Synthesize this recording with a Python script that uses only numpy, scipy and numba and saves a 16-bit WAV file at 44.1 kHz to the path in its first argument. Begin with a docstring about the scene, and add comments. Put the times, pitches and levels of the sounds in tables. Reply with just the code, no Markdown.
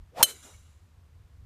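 """Open-air hiss over a distant wavering engine rumble; then a golf driver whistles down through the air
and cracks a ball off the tee, a few metres from a phone. The whistle is noise in moving narrow bands.
The strike sums a short blow, a noise crack, high rattle and the decaying modes of the hollow metal head.
It echoes as noise washes, first a near one off ground and body, then tree lines; the head's motion
shifts the pitch of their blow and ring. The crack overloads the phone, which flattens its peaks."""
import sys
import numpy as np
from scipy import signal
from scipy.fft import rfft, irfft
from scipy.io import wavfile
from scipy.ndimage import uniform_filter1d
from numba import njit

SR = 44100
rng = np.random.default_rng(int(sys.argv[2]) if len(sys.argv) > 2 else 0)


def store_pcm(level_fs):
    """Save levels as 16-bit WAV."""
    pcm = np.round(np.clip(level_fs, -1, 1) * 32767).astype(np.int16)
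    wavfile.write(sys.argv[1], SR, np.atleast_2d(pcm).T)


def linear_from_db(decibels):
    """Turn decibels (scalar or array-like) into linear amplitude factors; 0 gives 1."""
    return 10 ** (np.asarray(decibels, float) / 20)


N = 63945  # samples
STRIKE_S = .2277


def level(x, db):
    """Scale to an rms level."""
    return x * linear_from_db(db) / np.sqrt(np.mean(x ** 2))


def spectrum_db(hz, points):
    """Interpolate (hz, db) points along log frequency."""
    p = np.array(points, float)
    return np.interp(np.log(hz + 1), np.log(p[:, 0]), p[:, 1])


def coloured(points, size):
    """Noise with a (hz, db) spectrum, rms 1."""
    hz = np.arange(size // 2 + 1) * SR / size
    white = rfft(rng.standard_normal(size))
    return level(irfft(white * linear_from_db(spectrum_db(hz, points)), size), 0)


def fade(t, t60_s):
    """Exponential decay: 60 dB in t60_s from t = 0."""
    return linear_from_db(-60 * np.maximum(t, 0) / t60_s)


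@njit
def svf(x, hz, width_hz):
    """State-variable band-pass whose centre moves."""
    y, band, low = np.empty(len(x)), 0., 0.
    for i in range(len(x)):
        g = np.tan(np.pi * hz[i] / SR)
        q = hz[i] / width_hz
        v = (band + g * (x[i] - low)) / (1 + g * (g + 1 / q))
        band, low = 2 * v - band, low + 2 * g * v
        y[i] = v / q
    return y


def noise_band(centre_hz, width_hz):
    """White noise through two equal band-passes in series."""
    once = svf(rng.standard_normal(N), centre_hz, width_hz)
    return svf(once, centre_hz, width_hz)


def steady(x, size):
    """Even out the slow chance level of a noise band."""
    power = uniform_filter1d(uniform_filter1d(x ** 2, size), size)
    return x / np.sqrt(power + 0.045 * np.mean(x ** 2))


# open-air spectrum: freq_hz, density_db (per Hz, relative)
AIR_SPECTRUM = [(12, -46.5), (20, -17), (38, -1.5), (81, -5), (130, -12), (198, -30), (590, -40),
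                (1060, -37.5), (1480, -41), (14300, -57), (16000, -64.5)]
AIR_DB = -51  # rms before the lows are taken out
# engine swell: time_s, gain_db
RUMBLE_SWELL = [(0.0, -44), (0.164, -65.5), (0.238, -84.5), (0.286, -71), (0.334, -56), (0.504, -61.5),
                (0.548, -49.5), (0.596, -54), (0.852, -54), (0.872, -63), (0.98, -52), (1.122, -58),
                (1.138, -49.5), (1.268, -54.5), (1.292, -63), (1.312, -53.5), (1.436, -46.5), (1.45, -54)]
RUMBLE_HZ, RUMBLE_WIDTH_HZ = 78., 24.


def course(t):
    """Open-air hiss; engine rumble as a narrow hum plus the air's lows, on a wavering level."""
    swell = np.array(RUMBLE_SWELL, float)
    hum = level(noise_band(np.full(N, RUMBLE_HZ), RUMBLE_WIDTH_HZ), 0)
    air = coloured(AIR_SPECTRUM, size=N) * linear_from_db(AIR_DB)
    low = signal.sosfiltfilt(signal.butter(4, 150, fs=SR, output="sos"), air)
    hiss = air - low
    rumble = steady(0.51 * level(low, 0) + hum, size=1800)
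    return hiss + rumble * linear_from_db(np.interp(t, swell[:, 0], swell[:, 1]))


# shaft through the air: time_s, whistle_db, vortex_hz
SWING_PATH = [(.10, -85, 350), (0.137, -58.5, 445), (.16, -51, 650), (.175, -39.5, 760), (0.191, -35, 805),
              (.205, -29.5, 880), (.218, -26.5, 917.7), (.226, -42, 800), (0.235, -35.5, 650),
              (.25, -47.5, 591), (0.278, -55.5, 450), (.31, -54, 430), (.35, -60, 370), (0.411, -79, 300),
              (0.458, -56.5, 310), (.49, -62.5, 400), (.53, -75, 500), (0.599, -83, 500)]
WHISTLE_WIDTH_HZ = 170.
HEAD_WAKE_RATIO, HEAD_WAKE_DB, HEAD_WAKE_WIDTH_HZ = .7, -6, 350.  # ratio to shaft pitch
# the shaft wraps round the shoulders
FINISH_S, FINISH_WIDTH_S = 0.487, 0.046
FINISH_HZ, FINISH_BAND_HZ, FINISH_DB = 650., 590., -60.5
# broad turbulence: freq_hz, density_db (per Hz, relative)
RUSH_SPECTRUM = [(60, -8), (150, -3), (330, -9.5), (800, -7.5), (1600, -12.5), (2500, -13), (4750, -18.5),
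                 (9000, -25), (14200, -30), (16000, -40.5)]
RUSH_DB, RUSH_PEAK_S = -38, .208
RUSH_RISE_DB_PER_S2, RUSH_FALL_DB_PER_S = 8005, 298


def swish(t):
    """Vortices off shaft and head whistle at a pitch set by speed, over broad turbulence."""
    path = np.array(SWING_PATH, float)
    vortex_hz = np.interp(t, path[:, 0], path[:, 2])
    shaft = steady(noise_band(vortex_hz, WHISTLE_WIDTH_HZ), size=800)
    wake = steady(noise_band(vortex_hz * HEAD_WAKE_RATIO, HEAD_WAKE_WIDTH_HZ), size=800)
    whistle = (shaft + linear_from_db(HEAD_WAKE_DB) * wake) * linear_from_db(np.interp(t, path[:, 0], path[:, 1]))

    wrap = steady(noise_band(np.full(N, FINISH_HZ), FINISH_BAND_HZ), size=800)
    finish = wrap * linear_from_db(FINISH_DB) * np.exp(-((t - FINISH_S) / FINISH_WIDTH_S) ** 2)

    off_s = t - RUSH_PEAK_S
    slope_db = np.where(off_s < 0, -RUSH_RISE_DB_PER_S2 * off_s ** 2, -RUSH_FALL_DB_PER_S * off_s)
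    rush = coloured(RUSH_SPECTRUM, size=N) * linear_from_db(RUSH_DB + slope_db)
    return whistle + rush + finish


# modes of the hollow head: freq_hz, level_db (relative), t60_s
HEAD_MODES = [(3096, -5.5, 0.087), (3032, -14, 0.065), (4110, -7.5, 0.063), (4250, -18.5, 0.074),
              (6480, -15, 0.098), (7680, -15.5, 0.046), (8120, -21, .05), (8410, -18.5, 0.15),
              (8700, -19.5, .05), (9500, -18, .04), (9975, -12, 0.09), (11370, -14.5, 0.044),
              (11800, -20, 0.14), (13300, -18.5, 0.097), (12660, -23, .04), (15280, -12, 0.024)]
RING_DB, BUILD_CYCLES, TURN_AWAY_S = -4.5, 16, 0.03  # the shell rings up, then the face swings away
# crack spectrum: freq_hz, density_db (per Hz, relative)
CRACK_SPECTRUM = [(59, -43.5), (100, -14.5), (1420, -12.5), (2000, -12), (3050, -6), (4870, -9), (9820, -6),
                  (13200, -11.5), (14400, -3), (16000, -28)]
CRACK_DB, CRACK_HOLD_S, CRACK_T60_S = -7, 0.0036, 0.025
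RATTLE_DB, RATTLE_T60_S, RATTLE_HZ = -16.5, 0.07, 4964  # dense high shell modes, above RATTLE_HZ
BLOW_HZ, BLOW_DB, BLOW_T60_S = 1366, -7.5, 0.0079  # the ball squashed on the face
SAG_PER_S = -.8  # pitch glide of the direct strike


def strike(ratio, glide_per_s, ring_db):
    """Blow, crack, dense high modes and ringing head; ratio and glide shift blow and ring pitch."""
    t = np.arange(int(.15 * SR)) / SR
    heard_s = ratio * t * (1 + glide_per_s * t / 2)
    ring = 0
    for k, (hz, db, t60_s) in enumerate(HEAD_MODES):
        build = 1 - np.exp(-t * hz / BUILD_CYCLES)
        ring = ring + linear_from_db(db) * fade(t, t60_s) * build * np.sin(2 * np.pi * hz * heard_s + k * k)
    ring = ring / (1 + (t / TURN_AWAY_S) ** 8) ** .5
    crack = coloured(CRACK_SPECTRUM, size=len(t)) * fade(t - CRACK_HOLD_S, CRACK_T60_S)
    high_pass = signal.butter(2, RATTLE_HZ, "high", fs=SR, output="sos")
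    rattle = signal.sosfilt(high_pass, rng.standard_normal(len(t))) * fade(t, RATTLE_T60_S)
    blow = np.sin(2 * np.pi * BLOW_HZ * heard_s) * fade(t, BLOW_T60_S)
    return (linear_from_db(RING_DB + ring_db) * ring + linear_from_db(CRACK_DB) * crack
            + linear_from_db(BLOW_DB) * blow + linear_from_db(RATTLE_DB) * rattle)


# echoes, first a near one off ground and body, then tree lines: delay_s, level_db (relative),
# hold_s, t60_s, doppler_ratio, ring_db (extra ring sent that way)
ECHOES = [(0.021, -38, 0.044, 0.132, 1.02, 1), (0.102, -49.5, 0.02, 1, .99, -13),
          (.19, -45.5, 0.024, 0.55, .95, -4), (0.29, -55.5, 0.0089, 0.084, 0.74, 3),
          (.39, -60.5, 0.041, 0.84, .97, -3)]
# radiated towards the trees and returned by leaves: freq_hz, gain_db (in full from LEAFY_FROM_S on)
LEAF_COLOUR = [(200, -22), (900, -2), (2000, 1.3), (3000, -5), (4000, 1.7), (4800, -4), (6200, 3.5),
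               (6900, 0.7), (7400, 8), (7900, -1.5), (9600, -1.1), (11500, -2.5), (14000, -6.5),
               (16000, -11)]
LEAFY_FROM_S = 0.056  # nearer echoes keep more of the strike's own colour
AIR_DB_PER_KHZ_S, SLOWING_PER_S, ECHO_RISE_S = -3, -2.5, .012


def echoes(t):
    """Each echo smears the strike into a wash, leafier when later."""
    hz = np.arange(N // 2 + 1) * SR / N
    out = 0
    for delay_s, db, hold_s, t60_s, ratio, ring_db in ECHOES:
        late_s = t - STRIKE_S - delay_s
        rise = np.clip(late_s / ECHO_RISE_S, 0, 1) ** 2
        scatter = rng.standard_normal(N) * rise * fade(late_s - ECHO_RISE_S - hold_s, t60_s)
        wash = signal.fftconvolve(scatter, strike(ratio, SLOWING_PER_S, ring_db))[:N]
        air_loss_db = AIR_DB_PER_KHZ_S * hz / 1000 * delay_s
        leaf_db = min(delay_s / LEAFY_FROM_S, 1) * spectrum_db(hz, LEAF_COLOUR)
        dulled = irfft(rfft(wash) * linear_from_db(air_loss_db + leaf_db), N)
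        out = out + linear_from_db(db - 20) * dulled  # -20: convolving with noise adds gain
    return out


def scene():
    """Background, swish, strike and echoes at the phone."""
    t = np.arange(N) / SR
    out = course(t) + swish(t) + echoes(t)
    hit, at = strike(1, SAG_PER_S, 0), int(STRIKE_S * SR)
    out[at:at + len(hit)] += hit
    return out[None]


def low_pass(x):
    """Removes everything above the highest recorded frequency."""
    return signal.sosfilt(signal.butter(12, 16310, fs=SR, output="sos"), x)


CLIP, TOP_HZ = .6, 14880  # CLIP: peak amplitude ceiling


def record(dry):
    """The phone cuts the top, flattens the peaks and cuts the top again."""
    top = signal.ellip(8, .3, 45, TOP_HZ, fs=SR, output="sos")
    cut = signal.sosfilt(top, dry)
    flat = cut / (1 + np.abs(cut / CLIP) ** 6) ** (1 / 6)
    return low_pass(signal.sosfilt(top, flat))


dry = scene()
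out = record(dry)
store_pcm(out)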